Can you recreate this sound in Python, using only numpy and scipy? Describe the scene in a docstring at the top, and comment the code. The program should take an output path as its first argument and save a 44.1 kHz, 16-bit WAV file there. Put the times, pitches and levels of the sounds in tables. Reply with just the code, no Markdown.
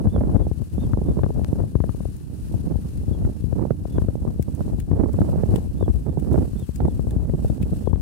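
"""Gusty wind over open ponds buffets the two microphone ports of a hand-held camera, each on its own.
The left gets separate thumps and pops, the right a denser flutter; in dB the flutter grows about twice
as fast as the rumble. Far off, a wading bird repeats an arched whistle, echoed by the far bank.
Right at the microphone the case ticks in the hand, and a faint hiss lies under it all."""
import sys
import numpy as np
from scipy import signal
from scipy.fft import rfft, irfft, next_fast_len
from scipy.io import wavfile
from scipy.ndimage import uniform_filter1d, minimum_filter1d, map_coordinates

SR = 44100
rng = np.random.default_rng(int(sys.argv[2]) if len(sys.argv) > 2 else 0)


def wav_out(sig):
    """Save sig, one row per channel (or a flat mono array), as 16-bit PCM at SR to the path in sys.argv[1]."""
    wavfile.write(sys.argv[1], SR, np.round(np.clip(np.atleast_2d(sig).T, -1, 1) * 32767).astype(np.int16))


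N = 353241


def amp(db):
    """Decibels to gain."""
    return 10 ** (np.asarray(db) / 20)


def unit(x):
    """Scale to rms 1."""
    return x / np.sqrt(np.mean(x ** 2) + 1e-20)


def gains(spectrum, size):
    """Gain on an FFT grid from rows of f/Hz, level/dB, joined on a log frequency axis."""
    hz, db = np.transpose(spectrum)
    return amp(np.interp(np.log(np.fft.rfftfreq(size, 1 / SR) + 1), np.log(hz), db))


def curves(rows):
    """One value per sample for each column after the time."""
    times, *columns = np.transpose(rows)
    return [np.interp(np.arange(N) / SR, times, column) for column in columns]


def wobble(rate):
    """A smooth random curve, rate knots a second."""
    return map_coordinates(rng.standard_normal(int(N * rate / SR) + 4), [np.arange(N) * rate / SR])


def noise(spectrum):
    """Coloured noise of rms 1."""
    size = next_fast_len(N)
    return unit(irfft(rfft(rng.standard_normal(size)) * gains(spectrum, size), size)[:N])


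def pulse(spectrum, stretch, size=4096):
    """A causal pressure pulse of this colour, stretched in time, with an envelope peak of 1."""
    cepstrum = irfft(np.log(gains(spectrum, size)))
    cepstrum[1:size // 2] *= 2  # fold to minimum phase
    cepstrum[size // 2 + 1:] = 0
    shape = map_coordinates(irfft(np.exp(rfft(cepstrum))), [np.arange(size) / stretch])
    return shape / np.abs(signal.hilbert(shape)).max()


def add(track, s, sound):
    """Mix a sound into a track, starting at s seconds."""
    start = max(round(s * SR), 0)
    part = track[..., start:start + sound.shape[-1]]
    part += sound[..., :part.shape[-1]]


def hiss(left_db, right_db, drift_db, grain_db):
    """A faint, grainy noise floor, brighter on the left, where its sheen swells and settles lower."""
    # the floor in each channel and two narrow bands of sheen: f/Hz, level/dB
    left_floor = [(100, -1), (800, 2), (1700, 3), (2200, -3), (2700, 2.5), (3400, -2.5), (4200, 1),
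                  (6200, 0), (7500, 1), (9300, 3), (12000, 1.5), (15500, -6)]
    right_floor = [(100, 11), (800, 7), (1700, 2), (2200, -3.5), (2700, 2.5), (3400, -3), (4200, 0.5),
                   (5000, -5), (7000, -4.5), (9300, -4), (12000, -14), (15500, -24)]
    upper_band = [(7800, -28), (9200, -2), (10000, -8), (12500, -28)]
    lower_band = [(6300, -36), (7800, -7), (9500, -19.5)]
    # course of the sheen: t/s, upper level/dB, lower level/dB
    sheen_levels = [(0, -61, -65), (0.6, -66.5, -78), (1.9, -62.5, -70), (2.8, -65.5, -76), (4.5, -69, -67),
                    (6.5, -69, -63.5), (8, -70, -64)]
    upper_db, lower_db = curves(sheen_levels)
    sheen = amp(upper_db) * noise(upper_band) + amp(lower_db) * noise(lower_band)
    pair = np.array([amp(left_db) * noise(left_floor) + sheen, amp(right_db) * noise(right_floor)])
    return pair * amp(drift_db * wobble(7.2) + grain_db * wobble(120))


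def distant_bird(waver_db, quaver, scatter_db, far_bank_s, far_bank_db):
    """A thin, quavering whistle, broken up by the wind, scattered nearby and echoed by the far bank."""
    # each call at the top of its arch: t/s, level/dB, f/Hz, gain of the rising half/dB
    whistles = [(0.135, -63.5, 3580, -3), (0.814, -63, 3600, -3), (3.115, -64, 3570, -11),
                (3.937, -66, 3560, -1), (5.813, -62, 3630, -8), (6.6, -61, 3600, -5), (7.49, -75, 3580, 5),
                (7.86, -70, 3440, -6)]
    # the arch of one call: t/s from the top, pitch ratio, level/dB
    arch = [(-.05, .92, -16), (-.033, .96, 0), (0, 1, 1), (.01, .99, -3), (.022, .965, 3), (.038, .91, -1),
            (.055, .85, -20)]
    arch_s, ratio, arch_db = np.transpose(arch)
    t = np.arange(arch_s[0], arch_s[-1], 1 / SR)
    calls = np.zeros(N)
    for top_s, db, top_hz, rise_db in whistles:
        hz = top_hz * np.interp(t, arch_s, ratio) * (1 + quaver * wobble(135)[:len(t)])
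        envelope = amp(db + np.interp(t, arch_s, arch_db + rise_db * (arch_s <= 0)))
        call = envelope * np.sin(2 * np.pi * np.cumsum(hz) / SR)
        add(calls, top_s + arch_s[0], call)
        add(calls, top_s + arch_s[0] + far_bank_s, amp(far_bank_db) * call)
    calls *= amp(waver_db * np.tanh(wobble(110)))
    tail = rng.standard_normal((2, SR // 2)) * amp(-60 * np.arange(SR // 2) / SR / 0.1)  # T60 0.1 s
    scattered = signal.fftconvolve(calls[None], tail / np.linalg.norm(tail[0]), axes=1)[:, :N]
    return calls + amp(scatter_db) * scattered


def handling_ticks(pan_db, rise_s, t60, scuff_s, ring_db, ring_t60):
    """Fingers shift on the case: a sharp tick in a brief scuff, over a knock that sometimes rings."""
    # touches: t/s, level/dB, scuff/dB re the tick, knock/dB re the tick, ring f/Hz (None if dry)
    touches = [(2.167, -45, -14, -14, None), (4.4262, -36, -13, -12, None), (4.551, -45, -11, -20, None),
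               (4.802, -42, -6, -5, None), (5.132, -47, -6, -12, None), (5.5602, -36.5, -9, -3.5, None),
               (6.198, -45, -8, -11, None), (6.33, -47.5, -8, -7, None), (6.5965, -45, -8, -18, None),
               (6.7595, -39, -9, -14, 4958), (7.109, -47.5, -6, -6, 1700), (7.6285, -48, -1, -1, 2600)]
    # colour of the tick and of the duller knock: f/Hz, level/dB
    tick_colour = [(1000, -20), (3500, -9.5), (7000, 8), (9500, 10.5), (13000, 3), (16000, 9.5)]
    knock_colour = [(500, -17), (1500, 4.5), (2600, 4), (3500, 4), (8000, -19)]
    bright, dull, rings = np.zeros((3, 2, N))
    t = np.arange(-SR // 20, SR // 10) / SR
    tick = np.where(t < 0, np.exp(-np.abs(t) / rise_s), amp(-60 * np.abs(t) / t60))
    scuff = np.exp(-np.abs(t) / scuff_s)
    for s, db, scuff_db, knock_db, ring_hz in touches:
        force = amp(db + np.array([[pan_db], [-pan_db]]) / 2)
        envelope = force * (tick + amp(scuff_db) * scuff)
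        ring_decay = (t > 0) * amp(ring_db - 60 * np.abs(t) / ring_t60)
        ring = ring_decay * np.sin(2 * np.pi * (ring_hz or 0) * t)
        add(bright, s + t[0], envelope)
        add(dull, s + t[0], amp(knock_db) * envelope)
        add(rings, s + t[0], amp(knock_db) * force * ring)
    bright *= [noise(tick_colour), noise(tick_colour)]
    dull *= [noise(knock_colour), noise(knock_colour)]
    return bright + dull + rings


def dry_snap(s, db, relax_s):
    """One dry snap on the left: the signal jumps at once and relaxes."""
    pair = np.zeros((2, N))
    add(pair[0], s, amp(db) * np.exp(-np.arange(SR // 50) / SR / relax_s))
    return pair


def flaps(surges, port, width_spread=0.22):
    """Small eddies flap at a port at uneven times: each one pulse, wide or narrow, pushing or sucking."""
    # colour of one flap: f/Hz, level/dB
    flap_colour = [(60, -27), (180, -1.5), (320, 3), (500, -5.5), (800, -20.5), (1200, -35), (2000, -56),
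                   (8000, -105)]
    rate = port["flap_rate"]
    count = int(rate * N / SR)
    jitter, direction, width = rng.random((count, 3)).T
    at = ((np.arange(count) + 2 * jitter) * SR / rate).astype(int) % N
    size_db = 2 * port["flap_spread_db"] * np.tanh(rng.standard_normal(count) / 2)
    push = np.sign(direction - .5) * amp(size_db) * surges[at]
    width_class = (width * 3).astype(int)
    stream = np.zeros(N)
    for k, stretch in enumerate(port["flap_stretch"] * np.exp([-width_spread, 0, width_spread])):
        impulses = np.bincount(at, push * (width_class == k), N)
        stream += signal.fftconvolve(impulses, pulse(flap_colour, stretch))[:N]
    return unit(stream)


def turbulence(wind_db, wake_db, rumble_colour, port):
    """Air reaches a port in lumps, which swell the rumble and, more steeply, the flaps and puffs."""
    # the soft puff of the strongest lumps: f/Hz, level/dB
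    puff_colour = [(300, -15), (800, -2.5), (1400, -18.5), (2200, -28), (5000, -70)]
    lumps = amp(3.7 * port["lump_depth"] * np.tanh(wobble(port["lump_rate"]) / 2))
    rumble = unit(lumps * noise(rumble_colour))
    surges = lumps ** port["steepness"]
    flutter = flaps(surges, port) + amp(port["puff_db"]) * unit(surges * noise(puff_colour))
    rumble_db = port["rumble_db"] + wind_db + wake_db
    flutter_db = port["flutter_db"] + port["flutter_growth"] * wind_db
    return amp(rumble_db) * rumble + amp(flutter_db) * flutter


def passing_eddies(wind_db, port, count=200, pop_growth=2.7):
    """Rows for buffets(): lesser eddies arrive at random, harder and sharper in stronger wind."""
    gap_luck, thump_luck, pop_luck = rng.uniform(-1, 1, (count, 3)).T
    times = np.cumsum(-np.log((1 - gap_luck) / 2)) * port["eddy_gap_s"]  # Poisson arrivals
    local_db = np.interp(times, np.arange(N) / SR, wind_db)
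    thump_db = port["thump_db"] + local_db + port["scatter_db"] * thump_luck
    pop_db = port["pop_db"] + pop_growth * local_db + port["scatter_db"] * (thump_luck + pop_luck)
    return [row for row in zip(times, thump_db, pop_db, pop_db + port["edge_db"]) if row[0] < N / SR]


def buffets(eddies, port, spread=0.1, rasp_decay_s=0.0019):
    """A big eddy pushes or sucks at the diaphragm and breaks up in a pop; a steep edge adds a rasp."""
    # colour of the eddy's pressure pulse, its pop and its edge: f/Hz, level/dB
    thump_colour = [(15, -24), (30, -26), (50, -1), (90, 1), (160, -7), (280, -14.5), (500, -29.5),
                    (1200, -80.5), (4000, -110)]
    pop_colour = [(60, -14), (200, -3), (400, 2.5), (650, -5.5), (1000, -17.5), (1600, -40.5), (2600, -72),
                  (6000, -86.5)]
    edge_colour = [(300, -36), (900, 6), (1500, 0), (2400, -18.5), (4000, -24), (9000, -58)]
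    track = np.zeros(N)
    t = np.arange(SR // 100) / SR
    for s, thump_db, pop_db, edge_db in eddies:
        direction, width, pop_luck = rng.standard_normal(3)
        first_s, second_s = port["breakup_s"] * np.exp(2 * spread * rng.standard_normal(2))
        grit = rng.standard_normal(len(t)) * np.exp(-t / rasp_decay_s)
        thump = pulse(thump_colour, port["thump_stretch"] * np.exp(spread * width))
        snap = pulse(pop_colour, np.exp(spread * pop_luck / 2))
        pop = np.zeros(len(snap))
        for delay_s, size in [(0, .5), (first_s, 1), (first_s + second_s, -.65)]:  # back and forth
            add(pop, delay_s, size * snap)
        pop /= np.abs(signal.hilbert(pop)).max()
        add(track, s - np.argmax(thump) / SR, np.sign(direction) * amp(thump_db) * thump)
        add(track, s - np.argmax(pop) / SR, np.sign(pop_luck) * amp(pop_db) * pop)
        if edge_db is not None:
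            rasp = signal.fftconvolve(pulse(edge_colour, 1), grit)
            add(track, s - first_s, amp(edge_db) * rasp / np.abs(rasp).max())
    return track


def wind_at(side, strength, rumble_colour, port):
    """Gusts and lulls drive one port's turbulence and lesser buffets; hard ones leave a wake of rumble."""
    # moments when the air briefly stalls, by port: t/s
    lulls = {"L": [0.125, 0.56, 1.98, 2.7, 4.99, 5.1, 6.5, 6.655, 7.27, 7.57], "R": [0.1, 1.24, 1.33, 1.46,
             3.77, 5.13, 5.929, 7.19]}
    # the hardest buffets: t/s, port, thump level/dB, pop level/dB, edge level/dB (None if blunt)
    hard_buffets = [(0.072, "L", -3, -16.5, -33), (0.163, "R", -13, -13, -31), (0.181, "L", -6.5, -21, -36),
                    (0.21, "L", -18, -11, -33), (0.237, "R", -16, -11.5, -32), (0.271, "R", -16, -19, None),
                    (0.295, "L", -22, -18, None), (0.347, "L", -6.5, -14.5, None),
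                    (0.469, "R", -10.5, -16, None), (0.515, "L", -6.5, -19, -43),
                    (0.622, "L", -15.5, -22.5, None), (0.782, "R", -7.5, -25, None),
                    (0.851, "L", -15, -28, None), (0.935, "L", -3, -17, -22), (0.974, "R", -10, -17, -42),
                    (1.018, "R", -13, -19, None), (1.088, "R", -10, -20.5, None),
                    (1.113, "L", -16, -17, None), (1.174, "R", -9, -22, -39), (1.192, "L", -21, -15, -31.5),
                    (1.235, "L", -4, -11.5, -25), (1.243, "L", -10, -15, -27),
                    (1.264, "L", -10, -14.5, -35), (1.306, "L", -18, -14.5, None),
                    (1.395, "L", -21, -16.5, None), (1.416, "L", -9, -19, None),
                    (1.53, "R", -5, -23.5, None), (1.755, "L", -1.5, -17, -28),
                    (1.804, "L", -4.5, -21.5, -28), (1.841, "L", -11, -11.5, -31.5),
                    (1.894, "L", -7.5, -24, -27.5), (1.948, "L", -12.5, -24, None),
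                    (2.006, "L", -13.5, -19.5, -44), (2.055, "L", -12.5, -15.5, None),
                    (2.542, "L", -11.5, -18, None), (2.758, "L", -6, -19, None),
                    (3.083, "L", -7, -40, None), (3.114, "L", -6, -26, None), (3.251, "L", -4, -25, -33.5),
                    (3.442, "L", -6, -28, None), (3.528, "L", -9.5, -12.5, -38),
                    (3.595, "R", -14, -16, None), (3.654, "R", -20, -13.5, -42),
                    (3.708, "R", -7, -8.5, -26), (3.855, "L", -15, -16, None), (3.983, "L", -8, -5.5, -24),
                    (4.02, "L", -8.5, -16, -37), (4.086, "L", -5, -16, -37),
                    (4.155, "R", -12.5, -17.5, None), (4.252, "R", -13.5, -18, None),
                    (4.278, "L", -8, -26, -33), (4.397, "L", -4, -22, None), (4.483, "R", -17, -19, None),
                    (4.608, "R", -14.5, -18, -31), (4.915, "L", -2.5, -16, -25.5),
                    (4.931, "L", -7.5, -21, None), (5.06, "R", -17, -14, None),
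                    (5.143, "L", -9.5, -20, -36), (5.189, "R", -8, -12, -32), (5.207, "L", -2.5, -17, None),
                    (5.218, "R", -9, -11.5, -25.5), (5.331, "R", -10.5, -17.5, None),
                    (5.436, "R", -6, -12, -31.5), (5.559, "R", -11, -12.5, None),
                    (5.811, "R", -15, -13, None), (5.828, "L", -8.5, -10, -38),
                    (5.881, "R", -9, -15.5, -36), (6.174, "R", -10, -19, None), (6.248, "R", -27, -26, -38),
                    (6.358, "R", -11, -15, -30), (6.379, "L", -4.5, -10, -43), (6.534, "L", -12, -28, None),
                    (6.606, "L", -22, -36, None), (6.627, "L", -14.5, -40, None),
                    (6.692, "L", -9, -22.5, None), (6.805, "R", -11.5, -12, -29.5),
                    (6.852, "R", -16, -18.5, None), (6.883, "L", -10.5, -9.5, None),
                    (6.995, "L", -6, -17, -41), (7.071, "L", -10.5, -19, None), (7.165, "L", -4, -27, None),
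                    (7.298, "L", -7, -17, -37), (7.338, "L", -8, -15, None), (7.448, "L", -5, -14, None),
                    (7.501, "L", -6, -15, -42), (7.634, "L", -6.5, -36, None), (7.734, "R", -13, -26, None),
                    (7.875, "L", -10.5, -6.5, -44), (7.932, "L", -3.5, -11, -34),
                    (7.959, "L", -13, -22, -38)]
    lull_db, lull_half_s = -7, 0.018
    wander_db, wander_rate = 1.4, 13
    wake_lift_db, wake_peak_s = 1.5, 0.0056
    t = np.arange(N) / SR
    from_lull = np.min([np.abs(t - s) for s in lulls[side]], axis=0) / lull_half_s
    stall = np.exp(-np.minimum(from_lull, 10) ** 2)
    wind_db = curves(strength)[0] + lull_db * stall + wander_db * wobble(wander_rate)
    hardest = [(s, *levels) for s, struck, *levels in hard_buffets if struck == side]
    starts = np.sort([-1] + [row[0] for row in hardest])
    since_buffet_s = t - starts[np.searchsorted(starts, t) - 1]
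    wake_age = np.minimum(since_buffet_s / wake_peak_s, 20)
    wake_db = wake_lift_db * wake_age * np.exp(1 - wake_age)
    churn = turbulence(wind_db, wake_db, rumble_colour, port)
    return churn + buffets(hardest + passing_eddies(wind_db, port), port)


def wind():
    """Wind off the ponds strikes the microphone, whose two ports feel unrelated eddies."""
    # wind strength at each port: t/s, level/dB re a moderate breeze
    left_strength = [(0.0, 5), (0.11, 0.5), (0.33, 4), (0.52, 2), (0.68, -7.5), (0.76, -0.5), (0.84, 2),
                     (1.2, 2.5), (1.47, 2.5), (1.65, 3.5), (1.72, -10), (1.8, 1.5), (1.92, 0.5), (2.06, -2),
                     (2.2, -12), (2.47, -6), (2.63, 0), (2.87, -6), (3.02, -3), (3.25, 2.5), (3.33, -12),
                     (3.51, 0), (3.6, -6), (3.8, -6.5), (3.93, 0.5), (4.06, -2), (4.18, -6), (4.27, 2.5),
                     (4.45, -4), (4.57, -15), (4.65, 3), (4.84, -2), (4.95, 1.5), (5.1, 0), (5.2, -0.5),
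                     (5.5, 1.5), (5.64, 2), (5.75, -8), (5.88, 1.5), (6.05, -5.5), (6.2, -2), (6.42, -0.5),
                     (6.6, -12.5), (6.76, -2), (6.95, -1), (7.25, 0.5), (7.42, -2), (7.8, -1), (8.01, -0.5)]
    right_strength = [(0.0, -1.5), (0.12, 0.5), (0.24, 5), (0.4, -1), (0.47, -3.5), (0.53, -12),
                      (0.69, -12), (0.78, 0.5), (0.88, -1), (1.2, 1), (1.57, 0.5), (1.72, -5.5), (2.15, -9),
                      (2.32, -6.5), (2.43, -8.5), (2.7, 1.5), (2.78, -6.5), (3.12, -6), (3.24, 2),
                      (3.449, -13), (3.61, 4.5), (3.72, -1), (3.87, -5.5), (4.1, 1), (4.38, -7), (4.65, 0),
                      (4.84, -9.5), (4.99, 4.5), (5.15, 2), (5.3, 3), (5.55, 3.5), (5.66, -6), (5.85, -0.5),
                      (6.0, -1), (6.2, 2.5), (6.43, 3.5), (6.5, -5.5), (6.61, -4), (6.67, -21), (6.77, -9),
                      (6.82, 5), (6.92, -3), (7.2, 0.5), (7.71, -2), (8.01, -11.5)]
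    # slow pressure swings at each port: f/Hz, level/dB
    left_rumble = [(18, -69), (30, 3), (47, -0.5), (65, 3.5), (95, 0.5), (135, -6.5), (210, -11.5),
                   (320, -19.5), (600, -46), (1500, -101)]
    right_rumble = [(18, -42), (30, -43), (47, 0), (65, 3), (95, -3.5), (135, -4), (210, -5.5), (320, -16),
                    (600, -44.5), (1500, -99)]
    # each port in a moderate breeze; puff is re the flaps, edge re the pop; rates are per second,
    # growth is dB per dB of wind, stretch a ratio of pulse length
    left_port = dict(
        rumble_db=-22.5, lump_rate=55, lump_depth=3,
        flutter_db=-43, flutter_growth=2.57, steepness=1.15, puff_db=-18,
        flap_rate=260, flap_spread_db=1.5, flap_stretch=0.9,
        thump_stretch=1, breakup_s=0.001188, eddy_gap_s=0.11,
        thump_db=-15, pop_db=-31.5, edge_db=-29, scatter_db=4)
    right_port = dict(
        rumble_db=-23, lump_rate=75, lump_depth=2,
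        flutter_db=-33, flutter_growth=1.84, steepness=1.65, puff_db=-19,
        flap_rate=300, flap_spread_db=3, flap_stretch=1,
        thump_stretch=0.61, breakup_s=0.0013, eddy_gap_s=0.14,
        thump_db=-16.5, pop_db=-25.5, edge_db=-25, scatter_db=2)
    return np.array([wind_at("L", left_strength, left_rumble, left_port),
                     wind_at("R", right_strength, right_rumble, right_port)])


def scene():
    """At the ponds: a bird far off, fingers on the case, and wind on the microphone over everything."""
    bird = distant_bird(waver_db=6.0, quaver=0.011, scatter_db=-3, far_bank_s=0.28, far_bank_db=-10)
    handling = handling_ticks(pan_db=10.5, rise_s=.0003, t60=.007, scuff_s=.007, ring_db=2, ring_t60=.04)
    snap = dry_snap(s=1.4465, db=-17, relax_s=.0005)
    gusts = wind()
    floor = hiss(left_db=-56.0, right_db=-60.0, drift_db=1.64, grain_db=1.55)
    return floor + bird + handling + snap + gusts


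def record(dry):
    """The camera cuts the deepest swings, limits the biggest thumps and drops the highest treble."""
    low_cut_hz, ceiling, top_hz = 39, .71, 15850
    x = signal.sosfilt(signal.butter(4, low_cut_hz, "high", fs=SR, output="sos"), dry)
    needed_gain = ceiling / np.maximum(np.abs(x), ceiling)
    limited = x * uniform_filter1d(minimum_filter1d(needed_gain, size=400), size=400)
    size = next_fast_len(N + SR // 2)
    passband = np.fft.rfftfreq(size, 1 / SR) < top_hz
    return irfft(rfft(limited, size) * passband, size)[:, :N]


dry = scene()
out = record(dry)
wav_out(out)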